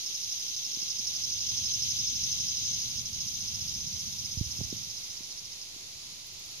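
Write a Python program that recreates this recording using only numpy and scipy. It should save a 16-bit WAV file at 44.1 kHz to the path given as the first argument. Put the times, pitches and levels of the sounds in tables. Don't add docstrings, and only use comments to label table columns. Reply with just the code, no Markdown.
import sys
import numpy as np
from scipy import signal
from scipy.fft import rfft, irfft
from scipy.io import wavfile
from scipy.ndimage import uniform_filter1d, map_coordinates

SR = 44100
rng = np.random.default_rng(int(sys.argv[2]) if len(sys.argv) > 2 else 0)


def persist_wave(psi):
    counts = np.round(np.clip(psi, -1, 1) * 32767).astype(np.int16)
    wavfile.write(sys.argv[1], SR, np.atleast_2d(counts).T)


N = 291060

# (time [s], click rate [1/s], timing unevenness [fraction], basic share smeared into noise [0-1],
# early stroke relative level [dB])
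TYMBAL_ACTION = [(0, 461.5, .007, .2, -6), (2.75, 461.5, .007, .2, -6), (3.05, 400, .02, .2, -10),
                 (3.3, 360, .015, .2, -12), (5.75, 350, .015, .2, -12)]
# (frequency [Hz], lead of left over right [rad])
PORT_LEAD = [(0, -7.5), (1290, 4.5), (2930, -2), (3960, -3), (5340, -1.27), (5940, -2.5), (6290, -8.5),
             (6630, -1), (8700, -22), (13600, 26.5), (14600, 7), (15200, 29)]
LEFT_RIGHT = np.array([[.5], [-.5]])


def amp(db):
    return 10 ** (np.asarray(db) / 20)


def rms_one(x):
    return x / np.sqrt(np.mean(x ** 2) + 1e-20)


def in_time(rows):
    s, *columns = np.transpose(rows)
    return [np.interp(np.arange(N) / SR, s, column) for column in columns]


def at_hz(points):
    hz, value = np.transpose(points)
    bin_hz = np.arange(N // 2 + 1) * SR / N
    return np.interp(np.log(bin_hz + 1), np.log(hz + 1), value)


def colour(x, spectrum, peaks=()):
    hz = np.arange(N // 2 + 1) * SR / N
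    db = at_hz(spectrum)
    for centre_hz, width_hz, top_db in peaks:
        db = db + top_db / (1 + ((hz - centre_hz) / width_hz) ** 2)
    outside = (hz < spectrum[0][0]) | (hz > spectrum[-1][0])
    db[outside] -= 30
    return rms_one(irfft(rfft(x) * amp(db), N))


def drift(rate):
    knots = rng.standard_normal(int(N / SR * rate) + 4)
    return map_coordinates(knots, [1 + np.arange(N) / SR * rate], order=2)


def sides(x, other, alike, lead=0, pan_db=0):
    alike = np.clip(alike, 0, 1)
    shared = alike * rfft(x) * np.exp(-1j * lead)
    unshared = np.sqrt(1 - alike ** 2) * rfft(other)
    left = irfft(rfft(x) * amp(pan_db / 2), N)
    right = irfft((shared + unshared) * amp(-pan_db / 2), N)
    return np.array([left, right])


def pulses(times, levels_db, length_s, rise_s, fall_s):
    gate = np.zeros(N)
    for s, db in zip(times, levels_db):
        gate[max(round(s * SR), 0):round((s + length_s) * SR)] = amp(db)
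    gate = uniform_filter1d(gate, max(round(rise_s * SR), 1))
    pole = np.exp(-1 / (fall_s * SR))
    return signal.lfilter([1 - pole], [1, -pole], gate)


def cicada():
    # (time [s], drone level [dB], throb level [dB]), before gating, falters and pan
    song_levels = [(0, -37.5, -34), (.5, -36.3, -34.5), (1, -36.5, -31.5), (1.5, -34, -30.3),
                   (1.9, -32.5, -30), (2.78, -33.5, -31.5), (2.88, -36.5, -32.5), (3.5, -37, -33),
                   (4, -38.5, -34.5), (4.5, -41, -35), (4.9, -41.5, -37.5), (5.05, -46, -38.5),
                   (5.3, -49, -40), (5.62, -52, -41), (5.75, -61, -50)]
    # (frequency [Hz], relative density [dB per Hz])
    drone_tone = [(1700, -52), (2100, -28.5), (2630, -22), (3140, -14), (3950, -14), (4500, -15),
                  (4900, -9), (5500, -7.5), (5900, -0.5), (6300, -9), (6750, -13), (7200, -22), (8200, -53)]
    throb_tone = [(4300, -12.5), (4700, -8), (4900, -6), (5300, 2.5), (5600, -5), (5900, 0), (6400, 2),
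                  (6800, -16.5), (7400, -22.5)]
    # (frequency [Hz], half-width [Hz], height [dB])
    drone_peaks = [(2790, 30, 7), (3210, 50, 6), (3492, 25, 6), (3687, 30, 6), (4000, 110, 7),
                   (4445, 45, 6), (4210, 45, -7), (3790, 25, -5), (6215, 65, 9), (6390, 35, -4),
                   (6490, 70, 8), (6620, 70, 4), (5400, 35, -5), (6030, 40, -4)]
    throb_peaks = [(4790, 20, 2), (5400, 30, -5), (4931, 25, 4), (5091, 40, 7), (5163, 20, 4),
                   (5307, 45, 3.5), (5552, 40, 7), (5762, 30, 4), (5925, 35, 5)]
    # (frequency [Hz], left minus right [dB])
    song_tilt = [(2000, 5.5), (4000, -6), (5000, -6.5), (6300, 6), (7500, 13.5)]
    # (time [s], left minus right [dB])
    song_pan = [(0.0, -2), (1.63, -3), (2.05, -1), (4.16, -2), (5.4, -4)]

    drone_db, throb_db = in_time(song_levels)
    s, over_db = throbs()
    body = pulses(s, over_db, length_s=.023, rise_s=.0015, fall_s=.002)
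    onset = pulses(s, over_db, length_s=.006, rise_s=.001, fall_s=.006)
    early = pulses(s - .019, over_db, length_s=.012, rise_s=.0035, fall_s=.0027)
    early_db = in_time(TYMBAL_ACTION)[3]
    throb = .72 * body + .25 * onset + amp(early_db) * early

    hush = pulses(s - .010, 0 * s, length_s=.011, rise_s=.003, fall_s=.0015)
    give_way = pulses(s, 0 * s, length_s=.026, rise_s=.003, fall_s=.0014)
    drone_gain = amp(drone_db + .46 * drift(40)) * (1 - .31 * hush) * (1 - .31 * give_way)

    lead, tilt_db = at_hz(PORT_LEAD), at_hz(song_tilt)
    scattered = rng.standard_normal(N)
    rough, clear = tymbal(smear_more=.55), tymbal(smear_more=0)
    drone_pair = [colour(x, drone_tone, drone_peaks) for x in (rough, scattered)]
    throb_pair = [colour(x, throb_tone, throb_peaks) for x in (clear, scattered)]
    drone = sides(*drone_pair, alike=.59, lead=lead, pan_db=tilt_db)
    beat = sides(*throb_pair, alike=.89, lead=lead, pan_db=tilt_db)
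    song = drone_gain * drone + amp(throb_db) * throb * beat

    pan_db, = in_time(song_pan)
    fade = np.clip((song_levels[-1][0] - np.arange(N) / SR) / .1, 0, 1)
    return song * fade * amp(falter_db() + pan_db * LEFT_RIGHT)


def tymbal(smear_more):
    per_s, uneven, smear, _ = in_time(TYMBAL_ACTION)
    cycle = np.floor(np.cumsum(per_s * (1 + uneven * drift(60))) / SR)
    way = np.where(cycle % 2, 1, -.4)
    strength = amp(.71 * rng.standard_normal(N)) * way
    clicks = rms_one(np.diff(cycle, prepend=0) * strength)
    smear = np.clip(smear + smear_more, 0, 1)
    return np.sqrt(1 - smear) * clicks + np.sqrt(smear) * rng.standard_normal(N)


def throbs():
    # (time [s], throbs counted so far [count])
    pace = [(.058, 0), (1.150, 13), (1.735, 20), (2.812, 33), (2.897, 34), (3.201, 38), (3.675, 45),
            (3.862, 48), (4.630, 60), (5.164, 68), (5.441, 72), (5.518, 73), (5.612, 74)]
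    jitter_s, spread_db = .001, .7
    s, counted = np.transpose(pace)
    number = np.arange(counted[-1] + 1)
    chance = rng.standard_normal((len(number), 2))
    times = np.interp(number, counted, s) + jitter_s * chance[:, 0]
    return times, spread_db * chance[:, 1]


def falter_db():
    # (time [s], length [s], drop [dB])
    falters = [(3.024, .03, 8.0), (3.097, .03, 5.0)]
    edge_s = .008
    t = np.arange(N) / SR
    drop = sum(db * ((t > s) & (t < s + length_s)) for s, length_s, db in falters)
    return -uniform_filter1d(drop, round(edge_s * SR))


def overtones():
    # (time [s], mean level midway between ports [dB])
    overtone_levels = [(0.0, -53), (1.56, -53.5), (2.52, -52), (2.98, -54.5), (3.4, -53), (4.61, -55),
                       (4.87, -57), (6.13, -72)]
    # (frequency [Hz], relative density [dB per Hz])
    overtone_tone = [(5240, -87), (8900, -2), (10500, 3.5), (12700, 4), (14900, -2.5), (15500, -27)]
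    pan_db = -2.5
    high = np.array([colour(w, overtone_tone) for w in rng.standard_normal((2, N))])
    level_db = in_time(overtone_levels)[0] + 1.0 * drift(7.3)
    return amp(level_db) * amp(pan_db * LEFT_RIGHT) * high


def knocks():
    # (time [s], peak level midway between ports [dB], settled frequency [Hz],
    # ringing to fall 30 dB [cycles of that frequency])
    knock_rows = [(.770, -42.5, 193, 1.6), (0.824, -46, 152, 2.1), (.993, -46, 203, 3.4),
                  (2.125, -47, 228, 5.2), (4.3705, -29, 74.6, 3.9), (4.4089, -22, 87, 1.8),
                  (4.462, -37.5, 65, 5.8), (4.494, -49, 109, 3.3), (4.587, -34, 94, 6.4),
                  (4.603, -43.5, 328, 2.5), (4.609, -39.5, 410, 1.3), (4.611, -28, 94.5, 2.1),
                  (4.641, -38, 76, 4.0), (4.7256, -29, 183, 1.1), (5.205, -42.5, 171, 1.7),
                  (5.762, -49, 200, 1.7)]
    pan_db = -10
    out = np.zeros((2, N))
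    t = np.arange(round(.12 * SR)) / SR
    for s, peak_db, hz, cycles in knock_rows:
        turns = hz * t + .46 * (1 - np.exp(-t * hz / .25))
        onset = 1 - np.exp(-(t * hz / .19) ** 2)
        swing = -np.sin(2 * np.pi * turns) * onset * amp(-30 * t * hz / cycles)
        dull = signal.butter(4, max(430, 2.2 * hz), fs=SR, output="sos")
        swing = signal.sosfilt(dull, swing)
        at = round(s * SR)
        out[:, at:at + len(t)] += amp(peak_db + pan_db * LEFT_RIGHT) * swing / np.abs(swing).max()
    return out


def wind():
    # (frequency [Hz], relative density [dB per Hz])
    wind_tone = [(13, -43), (22, -16), (44, -3.5), (108, 1), (210, -8), (258, -14), (318, -20.5),
                 (350, -31.5), (400, -27.5), (520, -44), (880, -120)]
    calm_db, gust_db = -61.5, -49.5
    start_s, rise_s, end_s, fall_s = .89, .65, 4.67, .4
    turning_s = [start_s, start_s + rise_s, end_s, end_s + fall_s]
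    level_db = np.interp(np.arange(N) / SR, turning_s, [calm_db, gust_db, gust_db, calm_db])
    gusts = [colour(w, wind_tone) for w in rng.standard_normal((2, N))]
    gain = amp(level_db + 1.2 * drift(25) + 1.0 * drift(3))
    return gain * sides(*gusts, alike=.72, pan_db=-5.0)


def garden():
    # (frequency [Hz], relative density [dB per Hz])
    far_tone = [(25, -20), (60, -18), (110, -15), (250, -14.5), (330, -10), (500, -13.5), (972, -14),
                (1750, -18.5), (2100, -12.5), (3000, -7.5), (4000, -1.5), (5000, 0), (6700, -1), (7200, -9),
                (8700, -25.5), (10200, -10), (11000, -17), (15500, -23.5)]
    # (frequency [Hz], coherence [0-1])
    far_alike = [(60, 1), (250, 0.081), (600, 0.083), (1200, 0.42), (3000, 0.31), (9000, 0.29)]
    # (frequency [Hz], left minus right [dB])
    far_pan = [(60, -6), (250, -4.5), (600, -1.3), (1400, -1), (2800, -4), (5500, -1.3), (10000, -2.8),
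               (14000, -1.3)]
    far_db = -43
    katydid_start_s, katydid_period_s, katydid_db = 6.263, .0629, -49.3
    # (frequency [Hz], relative density [dB per Hz])
    rasp_tone = [(10800, -8), (12000, 0), (14000, 3), (15500, 0)]

    white = rng.standard_normal((4, N))
    far_pair = [colour(w, far_tone) for w in white[:2]]
    far = sides(*far_pair, at_hz(far_alike), at_hz(PORT_LEAD), at_hz(far_pan))
    rasp = np.array([colour(w, rasp_tone) for w in white[2:]])

    far_gain = amp(far_db + .8 * drift(9))
    s = np.arange(katydid_start_s, N / SR, katydid_period_s)
    rasp_gain = pulses(s, katydid_db + 0 * s, length_s=.0082, rise_s=.004, fall_s=.008)
    return far_gain * far + rasp_gain * rasp


def scene():
    return cicada() + overtones() + knocks() + wind() + garden()


def record(dry):
    cutoff_hz, offset = 15560, -.0006
    steep = signal.ellip(12, .5, 60, cutoff_hz, fs=SR, output="sos")
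    return signal.sosfilt(steep, dry) + offset


dry = scene()
out = record(dry)
persist_wave(out)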